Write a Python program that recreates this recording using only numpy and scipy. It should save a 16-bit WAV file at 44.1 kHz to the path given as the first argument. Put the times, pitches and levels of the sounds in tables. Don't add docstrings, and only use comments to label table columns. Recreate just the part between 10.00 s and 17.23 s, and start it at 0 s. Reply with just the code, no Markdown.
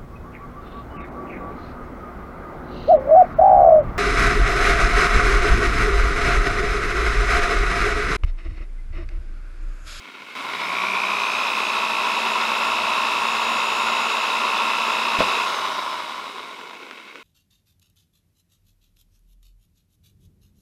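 import sys
import numpy as np
from scipy import signal
from scipy.fft import rfft, irfft
from scipy.io import wavfile

SR = 44100
rng = np.random.default_rng(int(sys.argv[2]) if len(sys.argv) > 2 else 0)


def store_wav(level_fs):
    pcm = np.round(np.clip(np.atleast_2d(level_fs), -1, 1) * 32767)
    wavfile.write(sys.argv[1], SR, pcm.T.astype(np.int16))


N = 318843
TIME = np.arange(N) / SR

# multiple of the shaft speed, level in dB at the housing's strongest resonance.
SHAFT_ORDERS = [(2, -34.5), (3, -44), (4, -33), (5, -44.5), (6, -34.5), (7, -38.5), (8, -35), (9, -33),
                (10, -33.5), (12, -50), (24, -44), (72, -26)]
# frequency in Hz, level in dB.
HOUSING_BODY = [(30, -53), (140, -38), (180, -11.5), (300, -9), (850, 0.5), (1150, -4.5), (1700, -4.5),
                (3900, -5.5), (4300, -9.5), (5600, -14.5), (7900, -22.5), (11000, -26.5), (15300, -41.5)]
# frequency in Hz, width in Hz, lift in dB.
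HOUSING_MODES = [(389, 44, 4.8), (631, 80, 4.95), (953.3, 156, 8), (1094.4, 239, 14.74), (1267, 87, 5.1),
                 (1383, 228, 9.5), (2190, 310, 3.7), (2930, 110, 5.3), (3456, 122, 6), (3803, 284, 7.5),
                 (5150, 600, 4.9), (7420, 120, 4.5), (8320, 170, 6.5), (10400, 330, 3.9),
                 (13300, 1100, 8.1)]
# multiple of the shaft speed, level in dB at top speed.
WHINES = [(30, -56.5), (72, -76)]
# frequency in Hz, width in Hz, lift in dB.
STANDING_WAVES = [(175, 30, 4), (215, 12, -9), (5170, 280, 11), (5600, 400, 6), (6340, 240, 11),
                  (6600, 70, 9), (6690, 50, -10), (6780, 80, 8), (6842, 14, 7), (6885, 32, 11.5),
                  (15680, 240, 14)]
# gap in turns per second, time constant in seconds.
RUN_UP = [(16.2, .17), (88, .6)]
# frequency in Hz, level in dB.
RUB_BODY = [(30, -42), (130, -15.5), (230, 0.5), (450, -4), (750, -8), (1800, -5.5), (2700, -0.5),
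            (4300, -10), (7000, -19.5), (12000, -27.5), (15500, -30)]
# frequency in Hz, width in Hz, lift in dB.
RUB_MODES = [(1040, 280, 11.8), (1425, 260, 10.6), (2188, 290, 10.2), (2580, 180, 5.2), (3803, 150, 7.9)]
# start in seconds, peak in dB, ring in seconds, share of the wooden knock from 0 to 1.
BUMPS = [(5.188, -19.5, 0.13, 0.01), (5.199, -32, 0.08, 0), (5.2055, -7, 0.092, 1)]
# frequency in Hz, level in dB, factor on the ring time of the bump.
TABLE_MODES = [(29, -31, 6), (66, -24, 3), (101, -13, 1.45), (191, -11, 2.2), (284, -5, 0.99),
               (516, 14.5, 1.5), (597, 17.5, 0.83), (647, 21.5, 0.9), (1370, -6, .6), (1620, -7, .5)]
# start in seconds, peak in dB.
TICKS = [(.3532, -21), (5.2065, -14), (5.2105, -14), (6.698, -29), (6.824, -32), (6.9112, -18.5),
         (6.988, -31), (7.069, -37), (7.157, -23.5)]
# frequency in Hz, level in dB.
TICK_BODY = [(100, -29), (400, 1.5), (800, -15), (1300, 4), (1800, -1), (2300, 1), (3200, -8), (6000, -21),
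             (15000, -48)]
# middle in seconds, length in seconds, level in dB.
DRAGS = [(5.348, 0.3, -40.5), (6.554, 1, -49.5), (6.85, 0.061, -48), (7.171, 0.045, -44.5)]
# frequency in Hz, level in dB.
BLOCK_BODY = [(30, -30), (180, -38), (290, -4), (430, 6.5), (560, -4.5), (800, -30), (3000, -49)]
# frequency in Hz, level in dB.
RUMBLE_BODY = [(20, -24), (40, -14), (58, -5.5), (85, -2), (115, 0), (160, -19), (400, -40)]
# time in seconds, change of the rumble in dB.
LEAN = [(.6, 7.5), (1.3, 4), (2.1, -1.5), (2.7, 5), (4, 2), (4.5, -9), (5.7, 3), (6.4, 7), (7.2, 2)]

MAINS_HZ, CURRENT_PEAK = 60, .185
ONSET_S, LET_GO_S = .353, 5.43
CURRENT_LAG_S, CURRENT_RISE_S, CURRENT_FALL_S = 0.051, 0.55, 0.052
CREEP_HZ, TOP_HZ = 70, 229.86
BITE_S, SAG_HZ_PER_S2 = 3.4, .8
BRAKE_HZ_PER_S, BRAKE_EASE_S = 120, 4
GEAR_RATIO = 13.3
RATTLE_DB, QUIET_HZ, RATTLE_POWER = -23.5, 50, 1.61
JOLT_DB, JOLT_S = 3.5, 0.12
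BUZZ_DB, BUZZ_LOAD_DB, HUM_DB = -28.5, 15, -47.5
WHINE_POWER, WHINE_COAST_DB = 1.3, 3
ECHO_S = .006
RUB_DB, RUB_POWER, RUB_LOAD_DB = -37.5, 0.31, 11.5
RUMBLE_DB, RUMBLE_POWER = -64, 2.7
EDGE_HZ = 15700


def gears(turns, housing, repeat=0.43, coasting=0.47, flutter_db=0.5, thinning=3.8):
    count = 200
    pattern = impacts(count, share=.9, spread_db=6.5)
    tooth = np.floor(turns / GEAR_RATIO * count).astype(int)
    meets = np.diff(tooth, prepend=0)
    patterned = unit(meets * pattern[tooth % count] * (1 + 0.17 * drift(15)))
    share = .2 * pace() ** thinning
    loose = unit(impacts(N, share, spread_db=2.5) / np.sqrt(share))
    regular = repeat + coasting * np.clip((225 - speed()) / 50, 0, 1)
    teeth = (loose + regular * patterned) / np.hypot(1, regular)
    teeth = teeth * amp(flutter_db * drift(30))
    knocking = airy(teeth, air_hz=4170) * (TIME > ONSET_S)
    return unit(through(knocking, housing)) * amp(RATTLE_DB) * effort()


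def shaft_orders(turns, housing, waver=0.45, smear=0.08, follow=0.62, unpowered_db=-5):
    orders = np.zeros(N)
    for multiple, db in SHAFT_ORDERS:
        level = amp(db) * (1 + waver * drift(14.0))
        orders += level * np.sin(2 * np.pi * (round(multiple) * turns + smear * drift(22)))
    level = effort() ** follow * amp(unpowered_db * (1 - current()))
    return np.sqrt(2) * through(orders * level * (TIME > ONSET_S), housing)


def rotor_hum(turns):
    level = amp(HUM_DB + lifts(speed(), STANDING_WAVES)) * current() * (1 + 0.24 * drift(5.9))
    return np.sqrt(2) * level * np.sin(2 * np.pi * turns)


def whines(turns):
    tones = np.zeros(N)
    for multiple, db in WHINES:
        level = amp(db + lifts(round(multiple) * speed(), STANDING_WAVES))
        tones += level * np.sin(2 * np.pi * round(multiple) * turns + 0.29 * drift(40))
    level = pace() ** WHINE_POWER * amp(WHINE_COAST_DB * (TIME > LET_GO_S))
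    return np.sqrt(2) * tones * level * (1 + 0.12 * drift(25))


def buzz(turns, conduction=0.32, ring_hz=2510, lean=0.48, chirp_hz=1350, echo=0.27, uneven=0.042,
         free_hz=250):
    slots, cycle = 12, mains()
    burst = np.cos(np.pi * np.clip(cycle / conduction, -.5, .5)) * (1 + uneven * drift(40))
    pull_hz = lean * (ring_hz - slots * speed())
    fall_hz = chirp_hz * (1 - speed() / free_hz) * cycle / conduction
    bend = (pull_hz - fall_hz) * cycle / MAINS_HZ
    tone = unit(burst * np.sin(2 * np.pi * (slots * turns + bend + 0.053 * drift(30))))
    reflection = echo * np.interp(TIME - ECHO_S, TIME, tone)
    return (tone + reflection) * current() * amp(BUZZ_DB + BUZZ_LOAD_DB * load())


def rubbing(spark=0.58, grit=0.19):
    fizz = spark * np.exp(-((mains() - .08) / 0.25) ** 2) * (TIME < LET_GO_S)
    pressure = 1 + grit * drift(110) + fizz
    grains = airy(impacts(N, share=.15, spread_db=3.5) * pressure, air_hz=4870)
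    level = pace() ** RUB_POWER * amp(RUB_DB + RUB_LOAD_DB * load())
    return unit(through(grains, response(RUB_BODY, RUB_MODES))) * level


def ticks(tail=0.072, t60=.025):
    out, t = np.zeros(N), TIME[:SR // 2]
    plastic = response(TICK_BODY)
    for start, db in TICKS:
        snap = (t == 0) + tail * rng.standard_normal(len(t)) * amp(-60 * t / t60) / 2
        tick = through(snap, plastic)
        add(out, start, amp(db) * tick / abs(tick).max())
    return out


def bumps(knock_hz=400):
    out, t = np.zeros(N), TIME[:SR // 2]
    for start, db, ring, hard in BUMPS:
        modes = np.zeros(len(t))
        for hz, level, life in TABLE_MODES:
            decay = amp(level - 60 * t / (ring * life))
            modes += decay * (hard if hz > knock_hz else 1) * np.sin(2 * np.pi * hz * t)
        add(out, start, amp(db) * modes / abs(modes).max())
    return out


def groan():
    slips = impacts(N, share=.05, spread_db=3)
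    level = sum(amp(db) * np.exp(-(2 * (TIME - s) / length) ** 2) for s, length, db in DRAGS)
    return unit(through(slips, response(BLOCK_BODY))) * level


def rumble():
    shake = unit(through(rng.standard_normal(N), response(RUMBLE_BODY)))
    return shake * pace() ** RUMBLE_POWER * amp(RUMBLE_DB + curve(LEAN))


def speed():
    driven, coasting = np.minimum(TIME, LET_GO_S), np.maximum(TIME - LET_GO_S, 0)
    gap = sum(hz * np.exp((ONSET_S - driven) / s) for hz, s in RUN_UP)
    sag = SAG_HZ_PER_S2 * np.maximum(driven - BITE_S, 0) ** 2
    braked = BRAKE_HZ_PER_S * BRAKE_EASE_S * (1 - np.exp(-coasting / BRAKE_EASE_S))
    return np.maximum(TOP_HZ - gap - sag, CREEP_HZ) - braked


def pace():
    return speed() / TOP_HZ


def load():
    return (1 - pace()) * (TIME > ONSET_S) * (TIME < LET_GO_S)


def current():
    rise = np.clip((TIME - ONSET_S - CURRENT_LAG_S) / CURRENT_RISE_S, 0, 1)
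    return rise * np.clip(1 - (TIME - LET_GO_S) / CURRENT_FALL_S, 0, 1)


def effort():
    since = TIME - BUMPS[0][0]
    jolt_db = JOLT_DB * np.exp(-abs(since) / JOLT_S) * (since > 0)
    drive = np.maximum((speed() - QUIET_HZ) / (TOP_HZ - QUIET_HZ), 0)
    return drive ** RATTLE_POWER * amp(jolt_db)


def mains():
    return (TIME * MAINS_HZ - CURRENT_PEAK + .5) % 1 - .5


def impacts(count, share, spread_db):
    size = rng.standard_normal(count) * amp(spread_db * rng.standard_normal(count).clip(-2, 2))
    return unit(size * (rng.random(count) < np.clip(share, 0, 1)))


def airy(grains, air_hz, air_power=.3):
    air = signal.lfilter(*signal.butter(2, air_hz, "high", fs=SR), rng.standard_normal(N))
    low = signal.lfilter(*signal.butter(2, air_hz, fs=SR), unit(grains))
    return low + air * pace() ** air_power


def lifts(hz, modes):
    return sum(lift * np.exp(-(2 * (hz - f) / width) ** 2) for f, width, lift in modes)


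def response(body, modes=(), size=4096):
    hz = abs(np.fft.fftfreq(size, 1 / SR))
    at, level = np.transpose(body)
    db = np.interp(np.log(hz + 1), np.log(at), level) + lifts(hz, modes)
    log_gain = np.log(amp(db - db.max()))
    return np.fft.ifft(np.exp(np.conj(signal.hilbert(log_gain)))).real


def through(x, ring):
    return signal.oaconvolve(x, ring)[:N]


def drift(hz):
    spectrum = rfft(rng.standard_normal(N))
    return unit(irfft(spectrum / (1 + (np.fft.rfftfreq(N, 1 / SR) / hz) ** 4), N))


def curve(rows):
    return np.interp(TIME, *np.transpose(rows))


def amp(db):
    return 10 ** (np.asarray(db) / 20)


def unit(x):
    return x / np.sqrt(np.mean(x ** 2) + 1e-20)


def add(mix, start, sound):
    part = mix[round(start * SR):][:len(sound)]
    part += sound[:len(part)]


def scene():
    turns = np.cumsum(speed()) / SR
    housing = response(HOUSING_BODY, HOUSING_MODES)
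    drill = gears(turns, housing) + shaft_orders(turns, housing) + rotor_hum(turns) + whines(turns)
    drill = drill + buzz(turns) + rubbing()
    mono = drill + ticks() + bumps() + groan() + rumble()
    return np.array([mono, mono])


def record(dry):
    lowpass = signal.firwin(511, EDGE_HZ, window=("kaiser", 9), fs=SR)
    return signal.oaconvolve(dry, lowpass[None], "same")


dry = scene()
out = record(dry)
store_wav(out)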